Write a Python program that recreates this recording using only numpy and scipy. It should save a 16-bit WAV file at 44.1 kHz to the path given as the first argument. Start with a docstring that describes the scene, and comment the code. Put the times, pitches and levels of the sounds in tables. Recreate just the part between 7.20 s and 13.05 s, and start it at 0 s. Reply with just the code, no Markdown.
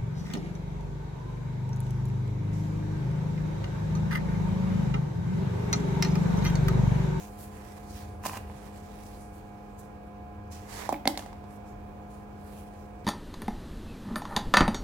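"""Gloved hands grease a metal brake pin in a garage: sleeves, gloves and a paper towel rustle
from the start, while a motor hums further off. After about a second a grease tube is scraped
up from the concrete floor, and the rustling goes on. Near 3.7 seconds the tube is dropped back,
rings with each knock and rocks to rest; a few soft rustles follow. A low rumble swells before
the lift and the drop. A close stereo microphone hears it all with a light room echo."""
import sys
import numpy as np
from scipy import signal
from scipy.fft import rfft, irfft
from scipy.io import wavfile
from scipy.ndimage import uniform_filter1d

SR = 44100
rng = np.random.default_rng(int(sys.argv[2]) if len(sys.argv) > 2 else 0)


def put_to_file(sound):
    """Save the sound as 16-bit audio at rate SR, in the file named by the first command-line argument."""
    columns = np.atleast_2d(sound).T  # one column per channel
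    safe = np.clip(columns, -1, 1)
    whole_steps = np.round(safe * 32767)
    wavfile.write(sys.argv[1], SR, whole_steps.astype(np.int16))


N = 257805
T = np.arange(N) / SR

# The tones a struck tube rings with. Each row: pitch in Hz, seconds to fade by 60 dB, level in dB.
TUBE_TONES = [(307, 0.025, -16), (608, 0.049, -26), (785, 0.02, -12.5), (937, 0.013, -22),
              (1640, 0.0025, -9.5), (2135, 0.016, -16.5), (2700, 0.0049, -14.5), (3640, 0.0036, -4),
              (4270, 0.0093, -11), (6900, 0.005, -18.5), (9350, 0.0054, -15.5), (10770, 0.0075, -18.5),
              (14400, 0.0043, -15)]
# The tube is lifted, lands and rocks. Each row: start in seconds, ring strength in dB, treble limit
# in Hz (higher for a harder hit), bass limit in Hz, pitch factor, crack level in dB, crack pitch in Hz.
TUBE_KNOCKS = [(1.0609, -11, 1470, 455, 0.99, -34, 6000), (1.169, -19, 1800, 200, 1.04, -45, 7000),
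               (1.2986, -21.5, 1700, 700, 1.07, -64, 2000), (3.6913, 0, 1250, 484, 1.065, -34, 6260),
               (3.7252, -4, 1330, 460, 1.07, -34, 13500), (3.7275, -5, 850, 252, 0.93, -35, 2430),
               (3.7427, -9, 2200, 1500, 1.09, -56, 2400), (3.762, -24, 2580, 2000, 1, -59, 2400),
               (3.855, -9.5, 2460, 510, 0.98, -37, 3830), (3.857, -7, 665, 240, 0.88, -55, 3000),
               (3.8724, -6.5, 2300, 1100, 1.013, -42, 4970), (3.8754, 0, 15000, 212, 1.006, -22, 5100),
               (3.9425, -22, 900, 520, 0.92, -58, 2000), (3.955, -14, 1950, 2400, 0.96, -66, 2000),
               (3.9752, -15, 6040, 400, 1.01, -30.5, 6950), (3.993, -22.5, 3500, 443, .83, -37.5, 6500),
               (4.0236, -26, 1940, 700, 1.35, -46, 3800), (4.0612, -20.5, 1370, 597, 0.92, -48, 4500),
               (4.1296, -21.5, 1460, 770, 1.12, -52.5, 4240), (4.2406, -25, 1400, 795, 1.1, -58.5, 3800)]
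# Sand grains snap under the tube. Each row: start in seconds, level in dB.
GRAIN_SNAPS = [(1.0417, -54), (1.066, -27), (1.171, -44)]
# Short slides as the tube is picked up and as it settles. Each row: fastest moment in seconds,
# level in dB, rise in seconds, fall in seconds, sand level in dB compared with the tube.
TUBE_SLIDES = [(1.044, -48, 0.014, 0.0087, -1.5), (1.057, -33.5, 0.0054, 0.012, -1.5),
               (1.066, -33, 0.0027, 0.0047, -4), (1.092, -37, 0.015, 0.008, -5),
               (1.146, -37, 0.009, 0.0069, -20), (1.16, -35.5, 0.005, 0.0046, -11),
               (1.142, -44, 0.034, 0.028, -3), (1.175, -41.5, 0.0045, 0.0044, -4),
               (3.89, -50.5, 0.0074, 0.032, 3.5), (3.985, -53, 0.015, 0.09, -8)]
# Where the sliding tube rings. Each row: centre in Hz, width in Hz, relative level in dB.
SLIDE_BANDS = [(279, 200, -4), (750, 99, 2.5), (977, 110, 5), (1640, 310, -10), (2420, 250, -10.5),
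               (2760, 79, -5.5)]
# The hiss of sand under the tube. Each row: frequency in Hz, relative level in dB.
SAND_COLOUR = [(1500, -18), (3300, -1), (4700, 4), (7000, 4.5), (11000, 1.5), (15500, 0.5)]
# One sleeve swish for each arm movement.
# Each row: fastest moment in seconds, level in dB, rise in seconds, fall in seconds.
SLEEVE_SWISHES = [(0.01, -51, .05, 0.072), (0.225, -63, 0.23, 0.1), (0.48, -55.5, 0.27, 0.18),
                  (0.77, -53, 0.11, 0.13), (1.39, -57.5, 0.11, 0.38), (1.87, -58, 0.24, 0.16),
                  (3.329, -52.5, 0.015, 0.15), (3.56, -44, 0.073, 0.085), (3.64, -46, 0.076, 0.068),
                  (5.37, -60.5, 0.18, 0.13), (5.62, -65, 0.14, 0.054)]
# Crisp flicks of towel and gloves.
# Each row: loudest moment in seconds, level in dB, rise in seconds, centre in Hz.
TOWEL_FLICKS = [(0.01, -60, 0.15, 11500), (0.216, -51.5, 0.03, 11900), (0.72, -58.5, 0.061, 6240),
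                (0.793, -62, 0.053, 12700), (1.86, -58, 0.023, 7140), (2.005, -60, 0.038, 8000),
                (2.152, -63.5, 0.024, 8750), (2.594, -58.5, 0.0096, 9450), (2.61, -64, 0.041, 7940),
                (3.329, -53.5, 0.018, 7150), (4.328, -65.5, 0.034, 9300), (4.48, -63, 0.023, 6860),
                (4.927, -63.5, 0.037, 8100), (5.29, -63, 0.079, 8900), (5.393, -62, 0.035, 9500)]
# Faint creep of the gloves, least while the hands hold steady. Each row: time in seconds, level in dB.
GLOVE_CREEP = [(2.2, -65.5), (2.9, -73.5), (4.2, -70.5)]
# The hiss of rubbing cloth and gloves. Each row: frequency in Hz, relative level in dB.
CLOTH_COLOUR = [(150, -4), (400, 11.5), (1000, 11.5), (1400, 2), (1800, 8), (2600, 3.5), (4000, 0.5),
                (7000, 2.5), (11000, -0.5), (15500, -4)]
# Where the moving arm is. Each row: time in seconds, left minus right in dB.
ARM_POSITION = [(0, -2.5), (.9, -2), (1.4, -4.5), (2.1, -3), (4.3, -4.5), (4.9, 0), (5.4, -4)]
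# Hollow things near the tube. Each row: pitch in Hz, gain in dB, seconds to fade by 60 dB.
NEARBY_TONES = [(309.6, -53.5, 0.22), (573, -60, 0.39), (853, -56, 0.16), (2020, -73, 0.39),
                (2171, -76, .25)]
# The tone of the garage's echo. Each row: frequency in Hz, gain in dB.
ECHO_COLOUR = [(100, -19), (300, 4.5), (420, -13), (800, -2), (1650, -4), (2300, -2), (4000, -5.5),
               (8000, -8), (15000, -4)]
# How long the echo lasts. Each row: frequency in Hz, seconds to fade by 60 dB.
ECHO_FADE = [(200, 0.64), (1000, 0.51), (2200, 0.98), (4200, 0.47), (15000, 0.52)]
# The motor's hum and its thin whine. Each row: multiple of the running rate, relative level in dB.
MOTOR_HUM = [(1, -10), (2, -0.5), (3, -9.5), (4.22, -12.5), (5, -13), (7, -5), (8, -10.5), (10, -14.5),
             (12, -24)]
MOTOR_WHINE = [(16, -22), (22, -24.5), (24, -26)]
# Air and machine noise in the garage. 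Each row: frequency in Hz, level in dB per Hz.
AIR_COLOUR = [(22, -102), (45, -65), (90, -69.5), (150, -74.5), (300, -80), (450, -77.5), (580, -81),
              (800, -81), (1300, -91), (1650, -94), (2000, -101), (2450, -99), (3200, -107), (5000, -112.5),
              (7600, -114.5), (9800, -121), (15000, -115)]
# The microphone's two sides differ in tone. Each row: frequency in Hz, left minus right in dB.
MIC_BALANCE = [(200, 0.1), (700, -1), (1300, -7.5), (2400, -5), (4400, -4.5), (8000, 2.5), (13000, 2)]

LEFT_ONLY, OPPOSITE_SIDES = np.array([[1], [0]]), np.array([[1], [-1]])


def tube_knocks():
    """Each blow rings the tube and cracks the grit; a soft hit is duller, and some hits have less bass."""
    free_from_s, held_fade_share = 3.8, 0.79  # the ring dies sooner while the glove touches the tube
    sag_share, sag_s, wall_hz = 0.06, 0.0012, 1200
    rings, cracks = np.zeros((2, 2, N))
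    t = T[:SR // 8]
    # a blow tightens the soft wall, so its low tones start sharp and sag
    sag = sag_share * sag_s * (1 - np.exp(-t / sag_s))
    for s, db, treble_hz, bass_hz, bend, crack_db, crack_hz in TUBE_KNOCKS:
        ring = 0
        fade_share = held_fade_share if s < free_from_s else 1
        for hz, fade_s, tone_db in TUBE_TONES:
            lag = 1.43 * min(hz / 4000, 1) * LEFT_ONLY  # high tones reach the left side out of step
            # the soft tube bends between blows, which shifts all its tones
            phase = 2 * np.pi * hz * bend * (t + sag * (hz < wall_hz))
            ring = ring + undb(tone_db - 60 * t / (fade_s * fade_share)) * np.sin(phase - lag)
        ring = ring * (1 - np.exp(-t / 0.00008))  # the push takes a moment to build
        ring = cut(-ring, treble_hz, "lowpass", order=4)
        ring = cut(ring, bass_hz, "highpass", order=3)
        add(rings, s, undb(db) * ring * pan(-0.67))
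        add(cracks, s, undb(crack_db) * grit_crack(crack_hz))
    for s, db in GRAIN_SNAPS:
        add(cracks, s, undb(db) * grit_crack(hz=7500))
    return rings, cracks


def grit_crack(hz):
    """A grain of grit gives way: a few milliseconds of noise around hz."""
    t = T[:SR // 8]
    noise = cut(rng.standard_normal((2, len(t))), [hz / 1.53, hz * 1.4], "bandpass", order=1)
    return unit(noise) * np.exp(-t / 0.0027)


def tube_scrape():
    """The tube catches and slips on the concrete; its body rings and sand hisses under it."""
    catches = slips(per_s=1300, spread_db=3)
    body = sum(undb(db) * cut(catches, [hz - width / 2, hz + width / 2], "bandpass", order=1)
               for hz, width, db in SLIDE_BANDS)
    body = unit(cut(body, 2870, "lowpass", order=8))
    grains = np.array([slips(per_s=2600, spread_db=1.7) for _ in range(2)])
    sand = unit(colour(grains + 0.089 * catches, SAND_COLOUR))
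    body_power = sand_power = 0
    for s, db, rise, fall, sand_db in TUBE_SLIDES:
        push = undb(db) * swell(s, rise, fall)
        body_power = body_power + push ** 2
        sand_power = sand_power + (push * undb(sand_db)) ** 2
    return body * np.sqrt(body_power) + sand * np.sqrt(sand_power) * pan(0.48)


def rustle():
    """Sleeves hiss as their fibres slip; towel and gloves add crisp, crinkling flicks."""
    fibres = np.array([slips(per_s=9000, spread_db=0.62) for _ in range(2)])
    fibres += 0.14 * slips(per_s=2500, spread_db=3.14)
    sleeve_power = sum((undb(db) * swell(s, rise, fall)) ** 2 for s, db, rise, fall in SLEEVE_SWISHES)
    glove_power = undb(curve(GLOVE_CREEP)) ** 2
    sound = unit(colour(fibres, CLOTH_COLOUR)) * np.sqrt(glove_power + sleeve_power)
    rubbing = np.array([slips(per_s=6000, spread_db=1.4) for _ in range(2)])
    creases = 0.092 * slips(per_s=210, spread_db=2.8)
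    crinkle = cut(rubbing + creases, 3200, "highpass")
    for s, db, rise, hz in TOWEL_FLICKS:
        band = cut(crinkle, [hz / 1.42, hz * 1.42], "bandpass", order=1)
        sound = sound + undb(db) * swell(s, rise, fall=1.86 * rise) * unit(band)
    sound = folds(sound)
    stutter = undb(1.2 * wander(per_s=70))  # rubbing sticks and slips
    return sound * stutter * pan(curve(ARM_POSITION))


def folds(x):
    """Folds open and close, so each band of the rustle swells and fades on its own."""
    hz = np.fft.rfftfreq(N, 1 / SR)
    centres = np.geomspace(2000, 15000, 11)
    spectrum = rfft(x)
    bands = (irfft(spectrum * np.interp(hz, centres, share), N) for share in np.eye(len(centres)))
    return sum(band * undb(1.67 * wander(per_s=12)) for band in bands)


def nearby_ringing(x):
    """Things around the tube ring on faintly after a knock."""
    t = T[:SR // 2]
    ring = sum(undb(db - 60 * t / fade_s) * np.sin(2 * np.pi * hz * t) for hz, db, fade_s in NEARBY_TONES)
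    return signal.fftconvolve(x.mean(axis=0), ring)[:N]


def garage_echo(x, tail_db, early_db, early_s):
    """Sound bounces off the floor and the worker first, then lingers faintly in the room."""
    t = T[:SR * 3 // 4]
    edges = np.geomspace(100, 18000, 9)
    tail = 0
    for lo, hi in zip(edges, edges[1:]):
        band = cut(rng.standard_normal((2, len(t))), [lo, hi], "bandpass")
        if hi < 400:
            band = band[[0, 0]]  # low sounds reach both sides alike
        tail = tail + band * undb(-60 * t / look_up(ECHO_FADE, np.sqrt(lo * hi)))
    level = undb(tail_db) + undb(early_db) * np.exp(-t / early_s)
    arrival = np.clip(t / 0.0021 - 1, 0, 1)  # the first bounce takes about 2 milliseconds
    return signal.fftconvolve(x, colour(tail, ECHO_COLOUR) * level * arrival, axes=1)[:, :N]


def motor(running_hz, level_db):
    """A motor's tones waver a little, and each reaches the left and right sides out of step."""
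    turns = np.cumsum(running_hz * (1 + 0.00066 * wander(per_s=2.025))) / SR
    tones = 0
    for multiple, db in MOTOR_HUM + MOTOR_WHINE:
        lag = rng.choice([-1, 1]) * min(multiple * running_hz / 1800, 1) * OPPOSITE_SIDES
        waver_db = 1.5 * min(multiple / 10 + 0.3, 1) * wander(per_s=7)
        phase = 2 * np.pi * (multiple * turns + rng.random())
        tones = tones + undb(db + waver_db) * np.sin(phase + lag)
    return undb(level_db) * unit(tones)


def low_rumble():
    """A narrow band of bass that swells twice above a steady level."""
    swells = undb(-45) * swell(0.88, rise=0.32, fall=0.46) + undb(-48) * swell(3.2, rise=0.21, fall=0.46)
    bass = unit(cut(rng.standard_normal(N), [74, 99.6], "bandpass"))
    return bass * np.hypot(swells, undb(-56.5))


def garage_air():
    """Noise from all around: long sound waves reach both sides alike, short ones do not."""
    mic_spacing_m = 0.34
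    wavelength_m = 343 / np.maximum(np.fft.rfftfreq(N, 1 / SR), 1)
    alike = 0.95 * np.sinc(2 * mic_spacing_m / wavelength_m)
    mid, side = rfft(rng.standard_normal((2, N)))
    noise = irfft(mid * np.sqrt(1 + alike) + OPPOSITE_SIDES * side * np.sqrt(1 - alike), N)
    return colour(noise, AIR_COLOUR) * np.sqrt(SR) / 2 * undb(0.5 * wander(per_s=2.37))


def slips(per_s, spread_db):
    """Tiny slips: clicks at random moments and of uneven size."""
    happens = rng.random(N) < per_s / SR
    return unit(happens * rng.standard_normal(N) * undb(spread_db * rng.standard_normal(N)))


def swell(s, rise, fall):
    """A smooth hump that grows to 1 at time s and dies away."""
    away = ((T - s) / np.where(T < s, rise, fall)) ** 2
    return np.exp(-np.minimum(away, 40))


def wander(per_s):
    """A smooth random drift with a typical size of 1."""
    size = int(SR / per_s)
    steps = np.repeat(rng.standard_normal(N // size + 1), size)
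    return unit(uniform_filter1d(steps, size)[:N])


def undb(db):
    """Turn decibels into a number to multiply by."""
    return 10 ** (np.asarray(db) / 20)


def unit(x):
    """Scale to an average (rms) level of 1."""
    return x / np.sqrt(np.mean(x ** 2))


def curve(rows):
    """Read a table of times and values at every sample."""
    return np.interp(T, *np.transpose(rows))


def look_up(rows, hz):
    """Read a table of frequencies and values, giving each octave equal room."""
    row_hz, values = np.transpose(rows)
    return np.interp(np.log(np.maximum(hz, 1)), np.log(row_hz), values)


def colour(x, rows, power=1):
    """Turn each frequency up or down by a table of Hz and dB."""
    hz = np.fft.rfftfreq(x.shape[-1], 1 / SR)
    return irfft(rfft(x) * undb(look_up(rows, hz)) ** power, x.shape[-1])


def cut(x, hz, kind, order=2):
    """Keep the lows, the highs or a band; a higher order cuts more steeply."""
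    sections = signal.butter(order, np.minimum(hz, SR / 2 - 100), kind, fs=SR, output="sos")
    return signal.sosfilt(sections, x)


def pan(db):
    """Left and right gains that make the left side louder by db."""
    return undb(OPPOSITE_SIDES * db / 2)


def add(track, s, sound):
    """Mix a short sound into a track at time s."""
    start = int(s * SR)
    track[:, start:start + sound.shape[-1]] += sound


def scene():
    """The tube with its echo and the rustling hands, over the motor and the background noise."""
    rings, cracks = tube_knocks()
    scrape = tube_scrape()
    # the tube's high tones beam upwards; its low tones, cracks and scrapes spread through the room
    spread = cut(rings, 1450, "lowpass") + undb(6.5) * cracks + undb(2.5) * scrape
    echo = garage_echo(spread, tail_db=-42, early_db=-36, early_s=0.027)
    handling = rings + cracks + scrape + echo + nearby_ringing(rings) + rustle()
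    return handling + motor(running_hz=102.5, level_db=-47.5) + garage_air() + low_rumble()


def record(dry):
    """The microphone gives each side its own tone, rounds off loud peaks and cuts the highest treble."""
    peak_limit, top_hz = 0.8, 16000
    heard = colour(dry, MIC_BALANCE, power=OPPOSITE_SIDES / 2)
    heard = peak_limit * np.tanh(heard / peak_limit)
    return signal.sosfilt(signal.ellip(10, 0.1, 80, top_hz, fs=SR, output="sos"), heard)


dry = scene()
out = record(dry)
put_to_file(out)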